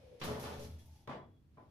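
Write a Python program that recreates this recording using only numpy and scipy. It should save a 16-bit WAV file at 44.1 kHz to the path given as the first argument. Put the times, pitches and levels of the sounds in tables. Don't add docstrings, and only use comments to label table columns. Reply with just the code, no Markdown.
import sys
import numpy as np
from scipy import signal
from scipy.fft import rfft, irfft, next_fast_len
from scipy.io import wavfile
from scipy.ndimage import map_coordinates

SR = 44100
rng = np.random.default_rng(int(sys.argv[2]) if len(sys.argv) > 2 else 0)


def int16_out(signal):
    q = np.round(np.clip(np.atleast_2d(signal).T, -1, 1) * 32767)
    wavfile.write(sys.argv[1], SR, q.astype(np.int16))


N = 74970
T = np.arange(N) / SR

# f/Hz, relative level/dB
STEEL_SPECTRUM = [(300, -25), (1500, -5), (5800, 1.5), (8200, -9.5), (11000, -2.5), (13000, -7.5),
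                  (15500, -19)]
# f/Hz, correlation
COHERENCE = [(100, 0.94), (380, 0.86), (950, 0.15), (2400, 0), (15000, 0.058)]


def amp(db):
    return 10 ** (np.asarray(db) / 20)


def along(points, hz):
    f, values = np.transpose(points)
    return np.interp(np.log(hz + 1), np.log(f + 1), values)


def filtered(x, response):
    size = next_fast_len(N + 8192)
    return irfft(rfft(x, size) * response(np.fft.rfftfreq(size, 1 / SR)), size)[..., :N]


def wobble(rate):
    return map_coordinates(rng.standard_normal(N // 20), [T * rate], mode="mirror")


def at(onset, x):
    return np.pad(x, ((0, 0), (max(round(onset * SR), 0), 0)))[:, :N]


def swell(onset, length):
    return np.sin(np.pi * np.clip((T - onset) / length, 0, 1))


def stereo_angle(hz):
    return np.arccos(np.clip(along(COHERENCE, hz), -1, 1)) / 2


def noise(spectrum, tilt_db=0, cut_hz=SR, bass_db=0, ripple_db=0):
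    def response(hz):
        octaves = np.log2((hz + 1) / 1000)
        ripple = map_coordinates(rng.standard_normal(N // 20), [hz / 32])
        peaks = np.clip(ripple, -2, 2) * np.clip(octaves, 0, 1)
        shelf_db = bass_db / (1 + (hz / 280) ** 4)
        db = along(spectrum, hz) + tilt_db * octaves + shelf_db + ripple_db * peaks
        gain = amp(db) / np.hypot(1, (hz / cut_hz) ** 2)
        angle = stereo_angle(hz)
        return gain * np.array([np.cos(angle), np.sin(angle)])
    mid, side = filtered(rng.standard_normal((2, N)), response)
    stereo = np.array([mid + side, mid - side])
    return stereo / np.sqrt(np.mean(stereo ** 2) + 1e-20)


def clang(wash, t60, hold_s, attack_s, grain_db):
    hz, t, bands = signal.stft(wash, SR, nperseg=256)
    fade = amp(-60 * np.maximum(t - hold_s, 0) / along(t60, hz)[:, None])
    tail = signal.istft(bands * fade, SR, nperseg=256)[1][:, :N]
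    grain = amp(grain_db * wobble(862) * np.exp(-T / 0.016))
    return tail * grain * (1 - np.exp(-T / attack_s))


def ring(modes, hits, rise_s, drift_rad, flutter_db):
    out = np.zeros((2, N))
    ages = [(np.maximum(T - onset, 0), db) for onset, db in hits]
    for hz, db, t60 in modes:
        energy = sum((amp(level - 60 * age / t60) * (1 - np.exp(-age / rise_s))) ** 2
                     for age, level in ages)
        apart = stereo_angle(hz) * rng.choice([-1, 1]) * np.array([[1], [-1]])
        phase = 2 * np.pi * (hz * T + rng.random()) + drift_rad * wobble(25.56) + apart
        out += amp(db + flutter_db * wobble(21.59)) * np.sqrt(energy) * np.sin(phase)
    return out


def stick_slip(pitch_hz, levels, jitter_hz, rasp, rasp_hz):
    phase = 2 * np.pi * np.cumsum(pitch_hz + jitter_hz * wobble(260)) / SR
    sidebands = np.array([wobble(rasp_hz) * np.sin(phase) + wobble(rasp_hz) * np.cos(phase)
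                          for _ in range(2)])
    db = np.interp(T, *levels, left=-np.inf, right=-np.inf) + 1.8 * wobble(70.4)
    return amp(db) * (np.sin(phase) + rasp * sidebands) / np.hypot(1, rasp)


def glide(points, **roughness):
    times, hz, db = np.transpose(points)
    return stick_slip(np.interp(T, times, hz), (times, db), **roughness)


def workshop():
    hum_tones = [(97, -76.5), (140, -73.5)]  # f/Hz, level/dB
    rumble_spectrum = [(20, -15.5), (45, -6.5), (80, 6.5), (150, -6), (300, -9), (600, -28.5), (4000, -38),
                       (8000, -46)]
    hum = sum(amp(db) * np.sqrt(2) * np.sin(2 * np.pi * hz * T + 0.99 * wobble(9))
              for hz, db in hum_tones)
    return amp(-65.5) * noise(rumble_spectrum) + hum


def hinge():
    rub_levels = [(0, -69.5), (.2, -70.5), (.72, -77.5), (1.07, -80.5), (1.25, -100), (1.5, -100),
                  (1.55, -80.5)]
    rub_spectrum = [(200, -46), (600, 17), (1400, -2.5), (2300, 2), (5500, -4.5), (8000, -15),
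                    (11000, -10.5), (15000, -25)]
    scrapes = [(0.607, 0.079, -60.5), (0.852, 0.23, -74)]  # t/s, length/s, level/dB
    closing_groan = [(0, 578, -67.5), (.035, 509.3, -60.5), (.125, 496, -56.5), (.175, 490.4, -60),
                     (.23, 443, -54.5)]
    backswing_creak = [(.78, 988, -88.5), (.91, 866, -73), (1.07, 828, -78.5)]  # t/s, f/Hz, level/dB
    squeal_levels = [(.66, -81), (.83, -78), (.89, -91), (1.219, -77), (1.31, -95), (1.38, -80),
                     (1.43, -98)]
    rub = amp(np.interp(T, *np.transpose(rub_levels))) * noise(rub_spectrum, ripple_db=2.5)
    scrape = sum(amp(db) * swell(onset, length) for onset, length, db in scrapes) * noise(STEEL_SPECTRUM)
    groan = glide(closing_groan, jitter_hz=17.3, rasp=0.52, rasp_hz=217)
    creak = glide(backswing_creak, jitter_hz=34.6, rasp=0.95, rasp_hz=148)
    squeal = stick_slip(pitch_hz=3363, levels=np.transpose(squeal_levels),
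                        jitter_hz=29.8, rasp=0.57, rasp_hz=118.3)
    return rub + scrape + groan + creak + squeal


def clatter():
    rattles = [(0.1982, -59, -5, -65), (.2135, -58, -8, -49), (0.236, -50.5, -0.5, -52),
               (0.3956, -56, 3, -60.5), (0.4283, -54.5, -4.5, -71), (0.451, -61, -3, -55),
               (0.528, -62, -2, -66), (.594, -60.5, 1.5, -65.5), (0.786, -70.5, 1, -80)]
    decay_times = [(2000, 0.6), (12000, 0.62)]  # f/Hz, T60/s
    landings = [(0.2443, -49.5), (0.3938, -66), (.4285, -60), (0.857, -67.5)]  # t/s, level/dB
    fitting_modes = [(1753, -5.5, 0.42), (2415, -3.5, 0.16), (3065, -5, 0.39), (3450, -9, 0.36),
                     (4040, -10.5, .5)]
    clashes = ticks = 0
    for onset, db, tilt, _ in rattles:
        wash = noise(STEEL_SPECTRUM, tilt, ripple_db=3.0)
        clashes += at(onset, amp(db) * clang(wash, decay_times, hold_s=0.022, attack_s=0.00028, grain_db=2))
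    for onset, db in landings:
        ticks += at(onset, amp(db) * noise(STEEL_SPECTRUM, tilt_db=12, ripple_db=2.0) * np.exp(-T / 0.02))
    hits = [(onset, db) for onset, *_, db in rattles]
    return clashes + ticks + ring(fitting_modes, hits, rise_s=0.0021, drift_rad=0.66, flutter_db=4.0)


def bang():
    blows = [(0.2141, -43.5, 2, 2.5, -68), (.238, -50, 1, 6.5, -47), (.277, -46, 1, -1.5, -45),
             (.35, -49, -4, -29, -48.5), (.432, -47.5, 0, -11, -52.5), (.492, -50.5, -1.5, -9, -51),
             (.58, -53, -10.5, -1, -51.5), (.688, -58, -9.5, 20, -89)]
    spectrum = [(40, -47.5), (110, 4.5), (250, -4.5), (1150, -10), (1700, -20), (3600, -26.5), (15000, -73)]  # f/Hz, relative level/dB
    decay_times = [(100, 1), (1000, 0.57), (4000, 0.92)]  # f/Hz, T60/s
    panel_modes = [(127.8, -1.5, 0.67), (176, -5.5, 0.476), (223, -0.5, .61), (252, -3.5, 0.69),
                   (428.7, 6, .42), (500, -2, 0.34), (571, 2.5, 0.34), (630, -7, 0.52), (855, -9, 0.42)]
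    crashes = 0
    for onset, db, tilt, bass, _ in blows:
        wash = noise(spectrum, tilt, bass_db=bass, ripple_db=4.0)
        crash = clang(wash, decay_times, hold_s=0.039, attack_s=0.00047, grain_db=1.5)
        crashes += at(onset, amp(db) * crash)
    hits = [(onset, db) for onset, *_, db in blows]
    return crashes + ring(panel_modes, hits, rise_s=0.013, drift_rad=0.23, flutter_db=2.5)


def crack():
    contacts = [(0.2145, -46.5, 0.047), (1.0751, -51.5, 0.0019)]  # t/s, level/dB, time constant/s
    spectrum = [(600, -24), (2400, 2.5), (3800, 1.5), (9000, -22.5)]  # f/Hz, relative level/dB
    return sum(at(onset, amp(db) * noise(spectrum) * np.exp(-T / decay)) for onset, db, decay in contacts)


def flex():
    swells = [(0.232, 0.16, -50), (0.385, 0.27, -52.5), (0.628, 0.054, -50), (0.659, 0.165, -49),
              (0.85, 0.13, -56.5)]
    mode_hz = 78.94
    energy = sum((amp(db) * swell(onset, length)) ** 2 for onset, length, db in swells)
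    phase = 2 * np.pi * (mode_hz * T + rng.random()) + 0.29 * wobble(15.3)
    return np.sqrt(2 * energy) * np.sin(phase)


def thuds():
    knocks = [(1.074, -48, 7260), (1.0904, -48, 8000), (1.121, -52, 6000), (1.166, -59, 1300),
              (1.572, -59.5, 1470)]
    spectrum = [(40, -13), (130, -2), (1050, -3), (1400, -11.5), (3400, -23.5), (7000, -39.5), (14000, -43)]  # f/Hz, relative level/dB
    decay_times = [(100, 0.65), (1000, 0.34), (12000, 0.25)]  # f/Hz, T60/s
    frame_modes = [(138.4, -9, 0.5), (246, -8.5, 0.62), (571, -10.5, 0.43), (639, -2, 0.27),
                   (797, -14, 0.29), (1011, -5, 0.36), (1150, -10.5, 0.4)]
    thumps = 0
    for onset, db, cut_hz in knocks:
        wash = noise(spectrum, cut_hz=cut_hz, ripple_db=5.5)
        thump = clang(wash, decay_times, hold_s=0.035, attack_s=0.00046, grain_db=4.0)
        thumps += at(onset, amp(db) * thump)
    hits = [(onset, db) for onset, db, _ in knocks]
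    return thumps + amp(2) * ring(frame_modes, hits, rise_s=0.0044, drift_rad=0.3, flutter_db=3.5)


def scene():
    balance = [(150, 0), (450, 2.5), (1300, 0.3), (4400, -1.3), (8500, 4.5), (15000, 2.5)]  # f/Hz, left minus right level/dB
    mix = crack() + bang() + clatter() + thuds() + flex() + hinge() + workshop()
    return filtered(mix, lambda hz: amp(along(balance, hz) * np.array([[1], [-1]]) / 2))


def record(dry):
    cutoff_hz = 15550
    return filtered(dry, lambda hz: 1 / np.hypot(1, (hz / cutoff_hz) ** 200))


dry = scene()
out = record(dry)
int16_out(out)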